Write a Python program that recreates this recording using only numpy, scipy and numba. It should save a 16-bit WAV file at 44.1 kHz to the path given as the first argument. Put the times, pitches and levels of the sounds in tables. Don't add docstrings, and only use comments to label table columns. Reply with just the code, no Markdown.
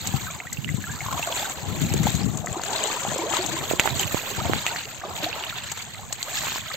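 import sys
import numpy as np
from scipy import signal
from scipy.fft import rfft, irfft, next_fast_len
from scipy.io import wavfile
from numba import njit

SR = 44100
rng = np.random.default_rng(int(sys.argv[2]) if len(sys.argv) > 2 else 0)


def to_wav(s):
    ch = np.atleast_2d(s).T
    pcm = np.round(np.clip(ch, -1, 1) * 32767)
    wavfile.write(sys.argv[1], SR, pcm.astype(np.int16))


def invert_db(x):
    u = np.asarray(x, float) / 20
    return 10 ** u


N = 298192

# t/s, slosh level/dB, middle slosh pitch f/Hz, splash level/dB, spray level/dB
WATER = [(0.0, -41.5, 733, -37, -39.5), (0.22, -42, 920, -36.5, -35.5), (0.42, -44.5, 798, -46.5, -46.5),
         (0.66, -54, 588, -46, -45), (0.84, -49.5, 796, -48.5, -47.5), (1.13, -37, 934, -36, -37),
         (1.42, -33.5, 836, -31, -31), (1.65, -40, 666, -42, -44.5), (2.1, -38, 536, -34, -36.5),
         (2.43, -41, 704, -45.5, -43.5), (2.83, -30, 745, -29.5, -33.5), (3.02, -35.5, 730, -34, -35.5),
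         (3.08, -31.5, 704, -34.5, -36.5), (3.5, -34, 635, -32.5, -34.5), (3.78, -38, 626, -37, -39.5),
         (4.1, -36, 687, -35.5, -35), (4.48, -34, 673, -33, -37), (4.74, -38, 867, -31.5, -35),
         (4.8, -39.5, 795, -37, -42), (4.97, -45.5, 714, -45.5, -46), (5.05, -33, 692, -42, -50),
         (5.13, -36.5, 703, -41.5, -39.5), (5.27, -35.5, 698, -34.5, -43.5), (5.65, -46.5, 821, -37.5, -43),
         (6.08, -48.5, 750, -47, -46), (6.36, -41.5, 836, -33.5, -34), (6.57, -41, 843, -33.5, -35.5),
         (6.61, -51, 870, -38, -42.5), (6.75, -43, 785, -35, -41.5)]
# t/s, left-right/dB, level of the top treble band against the spray/dB
SPRAY_PLACE = [(0.0, 0, -5.5), (1.41, 2, -6.5), (1.96, 3.5, -3.5), (2.4, 5.5, -9.5), (2.9, 6.5, -10.5),
               (3.55, 6.5, -11), (3.7, 0.5, -4), (4.2, -2, -6), (4.94, 3.5, -8), (5.21, 3, -5),
               (5.5, 1, -5), (6.1, 0.5, -8.5), (6.75, 0.5, -4.5)]
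# crest t/s, swell level/dB, fall time/s
SURGES = [(0.73, 4.5, 0.45), (1.801, 7, 0.11), (2.059, 6, 0.054), (3.346, 7.5, 0.069), (3.71, 4.5, 0.062),
          (3.85, 9.5, 0.057), (4.01, 9, 0.047), (5.24, 4.5, 0.032), (5.81, 7.5, 0.05), (6.39, 3.5, 0.076),]
SURGE_RISE_S = 0.059
SLOSH_SHARE = 0.69
# f/Hz, level per Hz/dB
WATER_COLOUR = [(200, 16), (330, 9.5), (500, -1.5), (760, 2), (1100, 1), (1600, 0.5), (2500, -2), (4300, 2),
                (5000, -5), (5900, -5.5), (6500, 2), (7500, 1.5), (8400, -7.5), (11500, -10), (15500, -20)]
# f/Hz, left-right/dB
PORT_BALANCE = [(60, 2), (150, -0.5), (380, -5), (950, 2), (2380, -8), (5980, 3.5), (15000, -1)]

# full strength t/s, hold/s, level at the port that is hit/dB, left-right/dB
GUSTS = [(0.094, 0.039, -27.5, 26), (0.24, 0.017, -33, 7), (0.61, 0.035, -30, -17),
         (0.72, 0.024, -25.5, 33), (0.907, 0.026, -31, -6), (1.09, 0.049, -31, 17), (1.695, 0.055, -24, 25),
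         (1.842, 0.17, -23.5, 3.5), (1.95, 0.46, -22.5, 23), (3.1, 0.047, -34.5, 26),
         (3.485, 0.18, -34.5, 23), (3.82, 0.32, -32.5, -26), (4.425, 0.11, -26, 13),
         (6.402, 0.062, -36, -6)]
CALM_DB, GUST_RISE_DB_PER_S, GUST_FALL_DB_PER_S = -44.5, 151, 127

# t/s, bright level/dB, left-right/dB, dull level against the bright/dB
SPLATS = [(0.0718, -16, -1, -30), (0.5278, -19, 1, -19), (1.126, -26.5, 9, 1), (1.816, -24, -3, -5),
          (1.937, -18.5, -1, -9), (2.031, -23.5, 2, -4), (2.151, -23.5, 0, -22), (2.3718, -22.5, 5, -26),
          (2.4593, -23.5, 4, -22), (2.635, -23.5, 9, -0.5), (3.179, -22.5, 3, -20), (3.462, -20, 7, -13),
          (3.796, -13.5, -7, -40), (3.993, -15.5, 2, -21), (4.664, -21.5, 7, -1), (5.7166, -19, 3, -7.5),
          (5.7739, -28, 3, 0), (6.1256, -17.5, 4, -7.5), (6.2274, -21, 4, -28)]
SPLAT_T60_S, SPLAT_RISE_S = 0.03, 0.00053

# t/s, level/dB, f/Hz, time to fall 60 dB/s, left-right/dB
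PLOPS = [(0.138, -24, 773, 0.077, -3.5), (0.269, -25, 1510, 0.046, -1), (0.351, -34, 1140, 0.045, 2),
         (0.4017, -18, 2090, .018, -4), (0.4707, -25.5, 1890, 0.035, -1), (0.524, -27, 2000, 0.026, -1),
         (0.5715, -21.5, 2670, 0.028, -14), (0.6455, -12.5, 2820, 0.012, -14),
         (0.6776, -25.5, 1950, 0.05, -10), (0.6902, -17, 2010, .024, 4), (0.8408, -21.5, 1660, 0.033, -3.5),
         (0.87, -28.5, 1370, 0.079, 3), (0.895, -28.5, 1610, 0.073, -2), (1.006, -20, 2140, 0.028, 0.5),
         (1.062, -22.5, 1050, 0.03, 0), (1.085, -17.5, 1034, 0.04, 3), (1.1272, -18.5, 1048, 0.087, 2),
         (1.1943, -18, 690, 0.037, -2), (1.228, -15.5, 2650, 0.04, -8), (1.273, -19.5, 666, 0.059, 1.5),
         (1.3246, -15, 3270, 0.013, 2), (1.428, -18.5, 820, 0.027, -2), (2.444, -20, 686, 0.03, -2.5),
         (2.472, -16.5, 1910, 0.014, 5), (2.566, -22.5, 343, 0.067, -1), (2.596, -11.5, 900, 0.0059, 1),
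         (2.8074, -28, 426, 0.15, -3), (2.843, -15.5, 686, 0.027, 2), (2.97, -19.5, 945, 0.029, 7),
         (3.0505, -13, 740, 0.016, 1), (3.067, -15, 780, 0.015, -1), (3.16, -17, 525, 0.028, 0),
         (3.235, -23.5, 429, 0.17, -1), (3.3368, -9, 800, 0.0076, 3), (3.337, -16, 1246, 0.059, 16),
         (3.3684, -7, 3700, 0.0056, 8), (3.388, -24, 362, 0.23, -1), (3.7966, 21.5, 2470, 0.0015, -11),
         (3.996, -12.5, 3010, 0.017, -5), (4.0327, -8, 2800, 0.01, -11), (4.453, -18.5, 682, 0.083, -6),
         (4.6655, -0.5, 2520, 0.0037, -9), (4.7611, -8, 1750, 0.0041, -4), (4.8539, -20.5, 2710, .012, -10),
         (5.2315, -27, 306, 0.15, -1), (5.329, -14.5, 2670, 0.019, -17), (5.438, -12.5, 2780, 0.008, -3),
         (5.526, -25.5, 1370, 0.043, -2), (5.947, -26.5, 2070, 0.02, -8), (5.993, -29, 800, .04, 4),
         (6.2183, -24.5, 2070, 0.023, -14), (6.2288, -5.5, 3970, 0.0034, -12)]
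# t/s, level/dB, f/Hz, time to fall 60 dB/s
KNOCKS = [(1.941, -9, 380, 0.033), (3.712, 1, 590, 0.0059), (3.735, 0.5, 404, 0.008),
          (3.8575, -4, 860, 0.014), (3.8754, 6, 1390, 0.0022), (4.145, 13.5, 318, 0.0027),
          (4.4967, 1, 360, 0.0088), (4.5348, 10.5, 1400, 0.0014), (5.165, -10.5, 3030, 0.0033),
          (6.1279, -1, 4270, 0.00071)]
KNOCK_PAN_DB = -32
# t/s, level/dB, f/Hz, left-right/dB
THUMPS = [(0.141, -2, 125, 32), (0.584, -15, 147, -20), (0.742, -5, 124, 24), (1.058, -14.5, 108, 19),
          (1.85, -9, 109, 7), (2.005, -8, 121, 10), (2.054, -8, 208, 14), (2.242, -7, 148, 19),
          (2.51, -8.5, 85, 29)]
THUMP_T60_S = 0.054
# t/s, level/dB, birth f/Hz, f halfway through the ring/Hz,
# time to fall 60 dB/s
GLIDERS = [(.163, -29, 1250, 1550, 0.047), (0.28, -27, 1230, 1570, 0.085), (.302, -26, 2250, 2600, 0.029),
           (.404, -21.5, 2310, 3180, 0.017), (.451, -31, 1230, 1890, 0.04), (0.914, -35, 1710, 1790, 0.14),
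           (1.012, -25, 650, 990, 0.054), (1.142, -22, 695, 740, 0.065), (1.166, -23, 930, 1040, 0.092),
           (1.296, -14, 500, 600, 0.026), (1.395, -26.5, 560, 845, 0.12), (1.395, -12.5, 3480, 3530, 0.011),
           (1.498, -19, 735, 790, 0.034), (2.0686, 3.5, 710, 970, 0.014), (2.749, -18, 980, 1250, 0.031),
           (3.115, -18, 570, 794, 0.062), (3.19, -18.5, 327, 350, 0.09), (3.26, -20, 520, 864, 0.11),
           (3.398, -18, 636, 765, 0.048), (3.52, -26.5, 321, 357, 0.22), (4.74, -20, 677, 724, .04),
           (5.014, -22.5, 1300, 2520, 0.027), (5.033, -18.5, 624, 1040, 0.044),
           (5.048, -22, 570, 754, 0.056), (5.225, -19, 577, 637, 0.044), (5.262, -14, 633, 895, 0.061),
           (5.311, -24, 2320, 2630, 0.021), (6.105, -26.5, 655, 950, .045), (6.278, -22, 500, 860, 0.044),
           (6.659, -25.5, 1310, 1350, .03), (6.702, -23, 1217, 1330, 0.044),
           (6.715, -11.5, 1580, 2700, 0.012), (6.742, -17, 526, 610, 0.02)]

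# t/s, level before the grain/dB
SWISH = [(6.24, -71), (6.38, -33), (6.44, -40), (6.58, -41), (6.6, -70)]
SWISH_HZ = 3670
# t/s, level before the left-right split/dB
HEM_TICKS = [(6.342, -28), (6.434, -25), (6.443, -27), (6.469, -25), (6.483, -23), (6.519, -23),
             (6.559, -22.5), (6.581, -24.5)]
HEM_T60_S, HEM_LOW_HZ, HEM_HIGH_HZ, HEM_PAN_DB = 0.016, 450, 1700, -4


def amp_pair(pan_db):
    return invert_db(np.array([pan_db, -pan_db]) / 2)


def rms_one(x):
    return x / np.sqrt(np.mean(x ** 2) + 1e-20)


def in_time(rows):
    s, *columns = np.transpose(rows)
    t = np.arange(N) / SR
    return [np.interp(t, s, column) for column in columns]


def at_hz(points, hz):
    point_hz, db = np.transpose(points)
    return np.interp(np.log(hz + 1), np.log(point_hz), db)


def drift(rate_hz, channels=1):
    step = 40
    pole = np.exp(-2 * np.pi * rate_hz * step / SR)
    noise = rng.standard_normal((channels, N // step + 2002))
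    slow = signal.lfilter([1], [1, -2 * pole, pole * pole], noise)[:, 2000:]
    place = np.arange(N) / step
    return np.array([np.interp(place, np.arange(len(v)), rms_one(v)) for v in slow])


def band(x, low_hz, high_hz, order=2):
    edges = [low_hz, min(high_hz, 0.45 * SR)]
    return signal.sosfilt(signal.butter(order, edges, "band", fs=SR, output="sos"), x)


def coloured(x):
    size = next_fast_len(N)
    hz = np.arange(size // 2 + 1) * SR / size
    gain = invert_db(at_hz(WATER_COLOUR, hz)) * amp_pair(at_hz(PORT_BALANCE, hz))
    return irfft(rfft(x, size) * gain, size)[:, :N]


@njit
def add_rings(out, start, hz, height, t60, rise, pan_db, lag, swell_cycles, sr):
    for k in range(len(start)):
        fall = np.log(1000) / (t60[k] * sr)
        swell = hz[k] / (swell_cycles * sr)
        for side in range(2):
            sign = 1 - 2 * side
            gain = height[k] * 10 ** (min(0, sign * pan_db[k]) / 20)
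            first = start[k] + sign * lag[k] / 2
            begin = max(int(first) + 1, 0)
            end = min(int(first + t60[k] * sr) + 2, out.shape[1])
            for i in range(begin, end):
                t = i - first
                shape = np.exp(-fall * t) * (1 - np.exp(-swell * t))
                cycles = hz[k] / sr * t * (1 + rise[k] * fall * t)
                out[side, i] += gain * shape * np.sin(2 * np.pi * cycles)


def bubbles(per_s, mid_hz, octaves, cycles, size_db, clump_db, bed_db, lag_samples):
    chance = per_s * invert_db(clump_db * drift(14)[0]) / SR
    start = np.flatnonzero(rng.random(N) < chance)
    pitch_a, size, ring, pitch_b, side, delay = rng.random((6, len(start)))
    hz = (mid_hz * np.ones(N))[start] * 2 ** (octaves * (pitch_a + pitch_b - 1) / 2)
    height = hz * invert_db(-size_db * np.log(size + 0.022))
    t60 = cycles * (0.34 + ring) / hz
    rise = 0.045 * ring ** 2
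    pan_db = 12 * (side - 0.5)
    lag = lag_samples * (2 * delay - 1)
    near = np.zeros((2, N))
    add_rings(near, start * 1., hz, height, t60, rise, pan_db, lag, 2.5, SR)

    low_hz, high_hz = np.mean(mid_hz) * 2 ** (octaves * np.array([-0.42, 0.42]))
    shared, own = rng.standard_normal(N), rng.standard_normal((2, N))
    bed = rms_one(band(1.01 * shared + own, low_hz, high_hz) * invert_db(2.4 * drift(35)))
    return rms_one(coloured(rms_one(near) + invert_db(bed_db) * bed))


def moving_water():
    slosh_db, slosh_hz, splash_db, spray_db = in_time(WATER)
    pan_db, hiss_db = in_time(SPRAY_PLACE)
    t = np.arange(N) / SR
    swell_db = np.zeros(N)
    for crest, db, fall in SURGES:
        swell_db += np.interp(t, [crest - SURGE_RISE_S, crest, crest + fall], [0, db, 0])

    slosh = bubbles(320, slosh_hz, octaves=2.2, cycles=40,
                    size_db=3.5, clump_db=3.5, bed_db=-7, lag_samples=10.7)
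    splash = bubbles(1200, 2485, octaves=2.392, cycles=44,
                     size_db=3.5, clump_db=2, bed_db=-4.5, lag_samples=8.5)
    spray = bubbles(2500, 7780, octaves=1.0, cycles=29.0,
                    size_db=5.5, clump_db=3, bed_db=-4.5, lag_samples=2.24)
    top_hiss = bubbles(2000, 14000, octaves=0.75, cycles=16,
                       size_db=4.5, clump_db=3, bed_db=-3, lag_samples=0.7)

    surge = invert_db(swell_db + 1.83 * drift(25))
    bright = invert_db(splash_db) * splash + invert_db(spray_db) * (spray + invert_db(hiss_db) * top_hiss)
    return invert_db(slosh_db + SLOSH_SHARE * swell_db) * slosh + surge * amp_pair(pan_db) * bright


def gust_db():
    t = np.arange(N) / SR
    power = np.full((2, N), invert_db(CALM_DB) ** 2)
    for s, hold, db, pan_db in GUSTS:
        before_db = GUST_RISE_DB_PER_S * np.maximum(s - t, 0)
        after_db = GUST_FALL_DB_PER_S * np.maximum(t - s - hold, 0)
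        port_db = np.minimum([[pan_db], [-pan_db]], 0)
        power += invert_db(db - before_db - after_db + port_db) ** 2
    return 10 * np.log10(power)


def wind():
    db = gust_db()
    edge_hz = 175 * invert_db(0.055 * (db.max(axis=0) + 33.0))
    lumps = rng.standard_normal((2, N)) * invert_db(4.4 * drift(33, channels=2))
    rumble, state = np.zeros((2, N)), np.zeros((2, 2, 2))
    for i in range(0, N, 1024):
        sos = signal.butter(3, np.clip(edge_hz[i], 60, 900), fs=SR, output="sos")
        rumble[:, i:i + 1024], state = signal.sosfilt(sos, lumps[:, i:i + 1024], zi=state)
    rumble = signal.sosfilt(signal.butter(5, 73, "high", fs=SR, output="sos"), rumble)
    return rms_one(rumble / np.sqrt(edge_hz)) * invert_db(db)


def even(burst, shape):
    return burst * np.linalg.norm(shape) / np.sqrt(np.sum((burst * shape) ** 2) / 2)


def splats():
    noise = rng.standard_normal(N) + 0.54 * rng.standard_normal((2, N))
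    ragged = invert_db(3 * rng.standard_normal(N // 40 + 1)).repeat(40)[:N]
    noise = coloured(noise * ragged)
    bright, dull = rms_one(band(noise, 6360, 13000)), rms_one(band(noise, 550, 3900))
    t = np.arange(round(SPLAT_T60_S * SR)) / SR
    shape = invert_db(-60 * t / SPLAT_T60_S) * np.minimum(t / SPLAT_RISE_S, 1)
    out = np.zeros((2, N))
    for s, db, pan_db, dull_db in SPLATS:
        start = round(s * SR)
        span = slice(start, start + len(t))
        burst = even(bright[:, span], shape) + invert_db(dull_db) * even(dull[:, span], shape)
        out[:, span] += invert_db(db) * amp_pair(pan_db)[:, None] * shape * burst
    return out


def plops():
    knocks = [(*knock, KNOCK_PAN_DB) for knock in KNOCKS]
    thumps = [(s, db, hz, THUMP_T60_S, pan_db) for s, db, hz, pan_db in THUMPS]
    s, db, hz, t60, pan_db = np.transpose([*PLOPS, *knocks, *thumps])
    rise = np.full(len(s), 0.0095)
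    lag = -0.15 * pan_db
    out = np.zeros((2, N))
    add_rings(out, s * SR, hz, invert_db(db), t60, rise, pan_db, lag, 0.15, SR)
    return band(out, 100, 19000)


def gliders():
    s, db, hz, later_hz, t60 = np.transpose(GLIDERS)
    rise = (later_hz / hz - 1) / np.log(1000)
    centre = np.zeros(len(s))
    out = np.zeros((2, N))
    add_rings(out, s * SR, hz, invert_db(db), t60, rise, centre, centre, 2.75, SR)
    return out


def bank_echo(x, db, t60):
    t = np.arange(round(t60 * SR)) / SR
    fading = rng.standard_normal((2, len(t))) * invert_db(-60 * t / t60) * (t > 0.003)
    scatter = band(fading, 230, 4000)
    return invert_db(db) * signal.fftconvolve(x, scatter / np.linalg.norm(scatter[0]), axes=1)[:, :N]


def swish():
    level_db = np.interp(np.arange(N) / SR, *np.transpose(SWISH), left=-np.inf, right=-np.inf)
    noise = rng.standard_normal(N) + rng.standard_normal((2, N))
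    bright = rms_one(band(noise, SWISH_HZ / np.sqrt(2), SWISH_HZ * np.sqrt(2)))
    return invert_db(level_db + 3.5 * drift(120)) * bright


def hem():
    clicks = np.zeros(N)
    s, db = np.transpose(HEM_TICKS)
    clicks[(s * SR).astype(int)] = invert_db(db)
    t = np.arange(round(HEM_T60_S * SR)) / SR
    envelope = signal.fftconvolve(clicks, invert_db(-60 * t / HEM_T60_S))[:N]
    noise = rng.standard_normal(N) + 0.98 * rng.standard_normal((2, N))
    dull = rms_one(band(noise, HEM_LOW_HZ, HEM_HIGH_HZ))
    return amp_pair(HEM_PAN_DB)[:, None] * dull * envelope


def scene():
    water_and_wind = moving_water() + wind()
    slaps = splats()
    drops = plops() + gliders()
    echo = bank_echo(drops, db=-21.5, t60=0.06)
    net = swish() + hem()
    return water_and_wind + slaps + drops + echo + net


def top_cut(x):
    return signal.sosfilt(signal.butter(12, 16350, fs=SR, output="sos"), x)


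def record(dry):
    gap = signal.cheby2(8, 60, [8900, 11300], "bandstop", fs=SR, output="sos")
    top = signal.cheby2(16, 50, 16150, fs=SR, output="sos")
    heard = signal.sosfilt(np.vstack([gap, top]), dry)
    mix = np.clip(heard, -1, 1)
    return top_cut(mix)


dry = scene()
out = record(dry)
to_wav(out)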